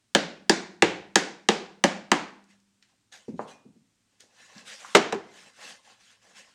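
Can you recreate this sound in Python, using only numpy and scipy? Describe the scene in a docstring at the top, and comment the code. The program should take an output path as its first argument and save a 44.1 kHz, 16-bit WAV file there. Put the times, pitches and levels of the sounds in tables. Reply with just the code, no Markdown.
"""In a workshop a ballast hums faintly under hiss and rumble. A wooden mallet drives a board onto a pine box
seven times (force pulses and noise bursts through resonators), then is put down on the bench. Hands grip
the box (noise ticks, friction grains), dull contacts ring the bench top and a steel tool rings (a sine).
The box tips over onto the bench edge after edge, rocks back once and is slid about. The room answers knocks
and ticks with early echoes and a diffuse tail."""
import sys
import numpy as np
from scipy import signal
from scipy.fft import rfft, irfft, next_fast_len
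from scipy.io import wavfile
from scipy.ndimage import uniform_filter1d

SR = 44100
rng = np.random.default_rng(int(sys.argv[2]) if len(sys.argv) > 2 else 0)


def master(y):
    """Save y as 16-bit WAV."""
    cut = np.clip(np.atleast_2d(y).T, -1, 1)
    pcm = np.round(cut * 32767)  # scale
    wavfile.write(sys.argv[1], SR, pcm.astype(np.int16))


N = 288414
T = np.arange(SR // 8) / SR  # time base of one contact, s

# Mallet blows. Each row: start in seconds, crack peak in dB, crack centre in Hz, board clack peak in dB,
# panel boom peak in dB; levels are dry, ahead of the capsule.
MALLET_BLOWS = [(.149, -2.5, 2960, -13, -9), (0.495, -2.5, 4724, -11.5, -10), (.822, -4, 2355, -10.5, -9.5),
                (1.1563, -0.6, 4940, -13, -11.5), (1.487, -5.5, 2940, -12, -11.5),
                (1.8387, -3.5, 3400, -11, -10), (2.116, -4.5, 2930, -10.5, -13)]


def amp(db):
    """Amplitude ratio of a level in dB."""
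    return 10 ** (np.asarray(db) / 20)


def unit(x):
    """x scaled to an rms of 1."""
    return x / np.sqrt(np.mean(x ** 2) + 1e-20)


def peak(x, db):
    """x scaled to a peak level in dB."""
    return amp(db) * x / np.abs(x).max()


def along(points, hz):
    """Interpolate (Hz, value) points on a log frequency axis."""
    point_hz, value = np.transpose(points)
    return np.interp(np.log(hz + 1), np.log(point_hz + 1), value)


def add(track, start_s, x):
    """Mix x into the track from start_s, cut at the track's end."""
    k = round(start_s * SR)
    track[k:k + len(x)] += x[:len(track) - k]


def filtered(x, response):
    """Apply a complex response of frequency to x, zero-padded."""
    size = next_fast_len(len(x) + 8192)
    hz = np.fft.rfftfreq(size, 1 / SR)
    return irfft(rfft(x, size) * response(hz), size)[:len(x)]


def resonator(modes):
    """Causal response of parallel (Hz, width Hz, dB) modes, alternating in sign."""
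    def response(f):
        total = 0
        for k, (mode_hz, width_hz, db) in enumerate(modes):
            damping = 1j * f * width_hz
            total = total + (-1) ** k * amp(db) * damping / (mode_hz ** 2 - f * f + damping)
        return total
    return response


def bandpass(x, hz, width_hz):
    """One resonance applied twice, for steeper skirts."""
    return filtered(x, lambda f: resonator([(hz, width_hz, 0)])(f) ** 2)


def background():
    """Microphone hiss and far rumble are shaped noise; the wavering ballast hum is narrow-band noise."""
    # Each row: centre in Hz, resonator width in Hz, level in dB rms.
    hum_bands = [(106, 18, -83.5), (180, 4.4, -89.5)]
    # Each row: frequency in Hz, relative density in dB per Hz.
    floor_colour = [(20, -22), (50, -15), (100, -16), (250, -8), (500, -22), (1500, -21), (3300, -21.5),
                    (6400, -21.5), (8500, -22), (11000, -35), (16000, -43)]
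    floor_db_rms = -74
    out = np.zeros(N)
    for hz, width_hz, db_rms in hum_bands:
        out += amp(db_rms) * unit(bandpass(rng.standard_normal(N), hz, width_hz))
    floor = filtered(rng.standard_normal(N), lambda f: amp(along(floor_colour, f)))
    return out + amp(floor_db_rms) * unit(floor)


def push(lag_s, length_s):
    """The force while two faces stay in contact: one sin^2 pulse."""
    return np.sin(np.pi * np.clip((T - lag_s) / length_s, 0, 1)) ** 2


def burst(rise_s, length_s):
    """A few milliseconds of rough contact: noise that ends abruptly."""
    envelope = (1 - np.exp(-T / rise_s)) * np.exp(-(T / length_s) ** 2)
    return envelope * rng.standard_normal(len(T))


def room(x, wet_db, echo_hz=2500, blur=0.6, blur_hz=2500, dull_hz=6000):
    """Direct sound, first echoes, and a new diffuse tail in which each frequency dies at its own speed."""
    # Each row: frequency in Hz, t60 in seconds.
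    decay_times = [(100, 0.76), (260, 0.46), (700, 0.49), (1840, 0.47), (4850, 0.43), (9000, 0.34),
                   (14000, 0.13)]
    # First echoes. Each row: delay in seconds, gain in dB ahead of the treble loss.
    wall_echoes = [(.005, -8), (.0085, -8.5), (0.015, -10.5), (0.023, -17), (.028, -23.5)]
    hz, t, z = signal.stft(rng.standard_normal(SR), SR, nperseg=256)
    decay = amp(-60 * t / along(decay_times, hz)[:, None])
    tail = signal.istft(z * decay, SR, nperseg=256)[1][:SR]

    # The walls hear all sides of the source: its treble colour evens out.
    energy_below = np.cumsum(np.abs(rfft(x, SR)) ** 2)
    bin_hz = np.arange(SR // 2 + 1)
    reach = 1 + blur * bin_hz * bin_hz / (bin_hz + blur_hz)
    upper = np.interp(bin_hz + reach, bin_hz, energy_below)
    lower = np.interp(bin_hz - reach, bin_hz, energy_below)
    colour = (upper - lower) / (2 * reach)

    tail = tail / np.linalg.norm(tail)
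    out = amp(wet_db) * filtered(tail, lambda f: np.sqrt(np.interp(f, bin_hz, colour) / (1 + f / dull_hz)))
    out *= np.clip(np.arange(SR) / SR / 0.0059, 0, 1)  # tail builds up over 5.9 ms
    echo = filtered(x, lambda f: 1 / (1 + 1j * f / echo_hz))  # cluttered shelves scatter the treble
    add(out, 0, x)
    for delay_s, db in wall_echoes:
        add(out, delay_s, amp(db) * echo)
    return out


def box_knocks(rows, body, mix, spread):
    """A crack where wood meets wood, the clack of the boards and the slower boom of the panels."""
    out = np.zeros(N)
    snap_db, edge_db, lag_s, wet_db = mix
    for start_s, crack_db, crack_hz, clack_db, boom_db in rows:
        # No two knocks land alike.
        modes = [(hz, width_hz, db + rng.normal(0, 2.8)) for hz, width_hz, db in body]

        def ring(force, low_hz, high_hz):
            return filtered(force, resonator([m for m in modes if low_hz <= m[0] < high_hz]))

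        boom = ring(push(lag_s, 0.0016), 0, 600)  # the panels take the force a little later
        clack_force = push(lag_s / 2, 0.00041) + 0.14 * burst(0.001, 0.0057)
        clack = ring(clack_force, 600, 1150)
        edge_force = push(0.0008, 0.00053) + 0.11 * burst(0.00094, 0.0023)
        edge = ring(edge_force, 1150, SR)
        crack = bandpass(burst(0.00058, 0.0032), crack_hz, spread * crack_hz)
        snap = bandpass(burst(0.00068, 0.0035), 7500, 7000)

        dry = peak(crack, crack_db)
        dry = dry + peak(snap, crack_db + snap_db)
        dry = dry + peak(edge, crack_db + edge_db)
        dry = dry + peak(clack, clack_db) + peak(boom, boom_db)
        add(out, start_s, room(dry, wet_db))
    return out


def mallet_blows():
    """The mallet drives the board on: knocks ring the upright box."""
    # Panels and boards. Each row: frequency in Hz, width in Hz, nominal level in dB.
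    box_modes = [(82, 120, -11.5), (158.7, 72, -1), (188.7, 53, 1), (292.3, 24, 0), (344, 60, -2.5),
                 (464, 87, -3), (563.2, 34, -1), (688, 74, -2.5), (814, 150, -3), (940, 140, -3.5),
                 (1260, 61, -11), (1669, 98, -4), (1897, 300, -10.5), (2621, 140, -10)]
    # Snap over crack in dB, edge ring over crack in dB, panel lag in seconds, room tail gain in dB.
    blow_mix = (-3, -5.5, .0028, -7)
    return box_knocks(MALLET_BLOWS, box_modes, blow_mix, spread=1.0)


def after_ring():
    """One slow low mode outlasts every blow: a decaying sine, faded out within 1 s."""
    # Frequency in Hz, starting level in dB ahead of the onset, t60 in seconds ahead of the fade.
    low_mode = (199, -55, 3)
    hz, db, t60_s = low_mode
    t = np.arange(SR) / SR
    tone = amp(db - 60 * t / t60_s) * np.sin(2 * np.pi * hz * t)
    onset = 1 - np.exp(-t / 0.033)
    fade = np.cos(np.pi * t / 2)
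    out = np.zeros(N)
    for row in MALLET_BLOWS:
        add(out, row[0], tone * onset * fade)
    return out


def ticks():
    """Tiny hard contacts of wood and fingers: noise bursts, each with its own colour."""
    # Each row: start in seconds, dry peak in dB ahead of the capsule, centre in Hz, resonator width in Hz.
    tick_rows = [(2.44, -49, 6960, 8930), (2.51, -56, 2000, 2990), (2.60, -56, 6700, 9000),
                 (2.825, -45, 3400, 5020), (3.482, -56, 2600, 4000), (4.205, -36.5, 7500, 9870),
                 (4.58, -37.5, 4650, 1980), (4.846, -33, 1264, 442.7), (5.90, -49.5, 1000, 1506)]
    out = np.zeros(N)
    for start_s, db, hz, width_hz in tick_rows:
        tick = bandpass(burst(0.00074, 0.0032), hz, width_hz)
        add(out, start_s, room(peak(tick, db), wet_db=-3.5))
    return out


def grains(spiky_db, patchy_db):
    """Dense uneven friction noise whose colour shifts in patches as the contact moves."""
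    roughness = unit(uniform_filter1d(rng.standard_normal(N), size=90))
    x = rng.standard_normal(N) * amp(spiky_db * roughness)
    z = signal.stft(x, nperseg=512)[2]
    field = uniform_filter1d(rng.standard_normal(z.shape), size=7, axis=0)
    field = uniform_filter1d(field, size=7, axis=1)
    return signal.istft(z * amp(patchy_db * unit(field)), nperseg=512)[1][:N]


def rubbing():
    """Strokes of hands, cloth and wood: friction grains as a dry hiss and a part that sounds through the box."""
    # Each row: start in seconds, rise in seconds, hold in seconds, hiss level in dB,
    # share through the box in dB over the hiss.
    strokes = [(2.475, 0.028, 0.0064, -63.5, -2), (2.818, 0.011, .003, -68.5, -16),
               (2.86, .035, 0.0064, -73, -1), (3.116, 0.0095, .03, -50.5, -9),
               (3.16, .04, 0.047, -68.5, -2), (3.27, 0.015, .01, -63.5, -15),
               (3.334, 0.084, .01, -59.5, -14), (3.467, .014, 0.03, -55.5, 1.5),
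               (4.019, .12, .06, -76.5, -3), (4.195, 0.0083, .005, -56, -10.5),
               (4.287, 0.12, .05, -57, -1.5), (4.44, 0.052, 0.043, -61, 1), (4.5, .075, .02, -53.5, -0.5),
               (4.64, 0.037, 0.062, -45.5, -8.5), (4.739, .06, .14, -49.5, -7.5),
               (5.241, 0.13, 0.064, -54, -3), (5.428, 0.036, 0.017, -57, -0.5),
               (5.534, 0.097, 0.078, -46.5, -3), (5.816, 0.038, 0.075, -59, -2.5),
               (5.959, 0.05, 0.12, -60.5, -7), (6.189, 0.041, 0.048, -62.5, -2.5),
               (6.268, 0.027, 0.016, -61, -4), (6.333, .035, 0.029, -51.5, -4),
               (6.414, .03, .07, -63.5, -4.5)]
    # Hiss colour. Each row: frequency in Hz, relative density in dB per Hz.
    skin_colour = [(710, -47.5), (1200, -9.5), (1610, -3), (2790, -6), (3050, -3.5), (3950, -7), (6720, -7),
                   (8530, -12.5), (16000, -44)]
    # The box under rubbing. 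Each row: frequency in Hz, width in Hz, level in dB.
    slide_modes = [(200, 39, -0.5), (521, 84, 1), (797, 130, 0), (1074, 75, 0.5), (1730, 130, -2),
                   (2070, 28, 0.5), (2630, 89, -1), (2910, 120, -6), (3220, 310, -15), (4030, 43, -1)]
    rise_db, fade_db_per_s = 18.5, 211  # a stroke swells by this much, holds, then dies away
    t = np.arange(N) / SR
    hiss = unit(filtered(grains(spiky_db=1.0, patchy_db=2.5), lambda f: amp(along(skin_colour, f))))
    wood = unit(filtered(grains(spiky_db=1.0, patchy_db=4), resonator(slide_modes)))
    dry_power, boxed_power = np.zeros(N), np.zeros(N)
    for start_s, rise_s, hold_s, db, share_db in strokes:
        swell = amp(rise_db * np.clip((t - start_s) / rise_s - 1, -1, 0)) * (t > start_s)
        fade_s = np.maximum(t - start_s - rise_s - hold_s, 0)
        power = (swell * amp(db - fade_db_per_s * fade_s)) ** 2
        dry_power += power
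        boxed_power += power * amp(2 * share_db)
    return np.sqrt(dry_power) * hiss + np.sqrt(boxed_power) * wood


def bench_thumps():
    """Dull contacts ring the bench top; the shorter the contact, the higher the modes it reaches."""
    # Each row: start in seconds, dry peak in dB ahead of the capsule, contact time in seconds.
    thumps = [(3.281, -26, .003), (3.329, -31.5, 0.006), (3.342, -37, .0033), (3.392, -19, 0.00069),
              (3.652, -41.5, 0.0036), (3.689, -47.5, 0.0059), (3.758, -51.5, 0.0038), (3.807, -56, 0.0048),
              (4.236, -55.5, 0.0016), (4.553, -43, 0.0046)]
    # Each row: frequency in Hz, width in Hz, level in dB.
    bench_modes = [(90, 100, -11.5), (165.5, 53, -3.5), (214, 27, 1), (250, 57, -1.5), (305.6, 45, -2.5),
                   (464.7, 100, 0), (689, 190, 0), (932, 160, 0.3), (1190, 110, 0.7), (1480, 1200, -7),
                   (1955, 730, -5), (2790, 340, -7)]
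    out = np.zeros(N)
    for start_s, db, contact_s in thumps:
        knock = filtered(push(0, contact_s), resonator(bench_modes))
        add(out, start_s, room(peak(knock, db), wet_db=-5.0))
    return out


def tool_ring():
    """A steel tool on the bench rings: one decaying sine with a soft onset."""
    # Start in seconds, frequency in Hz, starting level in dB ahead of onset and capsule, t60 in seconds.
    jangle = (3.51, 2450, -57, .42)
    start_s, hz, db, t60_s = jangle
    t = np.arange(SR // 2) / SR
    tone = amp(db - 60 * t / t60_s) * np.sin(2 * np.pi * hz * t)
    out = np.zeros(N)
    add(out, start_s, tone * (1 - np.exp(-t / 0.0031)))
    return out


def box_landing():
    """The box lands on the bench edge after edge, then rocks back once: knocks ring the lying box."""
    # Each row: start in seconds, crack peak in dB, crack centre in Hz, board clack peak in dB,
    # panel boom peak in dB; levels are dry, ahead of the capsule.
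    landing = [(4.9482, -14, 1482, -8.5, -10), (4.9503, -2, 3190, -7.5, -8.5),
               (4.9535, -8, 2128, -13, -15.5), (4.957, -14.5, 3395, -16, -21),
               (4.9615, -16.5, 2792, -17.5, -22.5), (4.965, -17, 4514, -19, -21),
               (4.969, -16, 3920, -12.5, -21.5), (4.9745, -20.5, 2992, -20.5, -26),
               (5.124, -20.5, 3110, -26.5, -30), (5.128, -28, 2470, -18, -20.5),
               (5.146, -38, 1790, -31, -24.5)]
    # The box lying on the bench. Each row: frequency in Hz, width in Hz, nominal level in dB.
    laid_modes = [(90, 260, -19), (202, 57.6, -7), (335.5, 38, -7), (400, 15, 2.5), (480, 120, -7.5),
                  (640, 93, -3), (770, 210, 0), (1080, 110, -8), (1294, 200, -0.5), (1710, 92, -1.5),
                  (2083, 110, 0.5), (2688, 120, -11)]
    # Snap over crack in dB, edge ring over crack in dB, panel lag in seconds, room tail gain in dB.
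    landing_mix = (-2, 0, .0011, -9)
    return box_knocks(landing, laid_modes, landing_mix, spread=0.9)


def microphone(hz):
    """A small capsule: thin bass, dull top; minimum phase, so nothing smears ahead of a blow."""
    # Each row: frequency in Hz, gain in dB.
    capsule_gain = [(25, -24), (100, -15), (170, -4), (300, 1), (7000, -0.5), (9500, -11.5), (13000, -21),
                    (16000, -24)]
    cepstrum = irfft(np.log(amp(along(capsule_gain, hz))))
    half = len(cepstrum) // 2
    fold = np.r_[1, np.full(half - 1, 2), 1, np.zeros(len(cepstrum) - half - 1)]
    return np.exp(rfft(cepstrum * fold))


def scene():
    """Knocks, ticks and tool pass the capsule's colour; after-ring, friction and background bypass it."""
    struck = mallet_blows() + ticks() + bench_thumps() + tool_ring() + box_landing()
    return (background() + filtered(struck, microphone) + after_ring() + rubbing())[None]


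def record(dry):
    """Peaks are limited at full scale, then everything from the band limit up is removed."""
    top_hz = 16480
    limited = dry[0] / (1 + np.abs(dry[0]) ** 40) ** (1 / 40)
    return filtered(limited, lambda hz: hz < top_hz)[None]


dry = scene()
out = record(dry)
master(out)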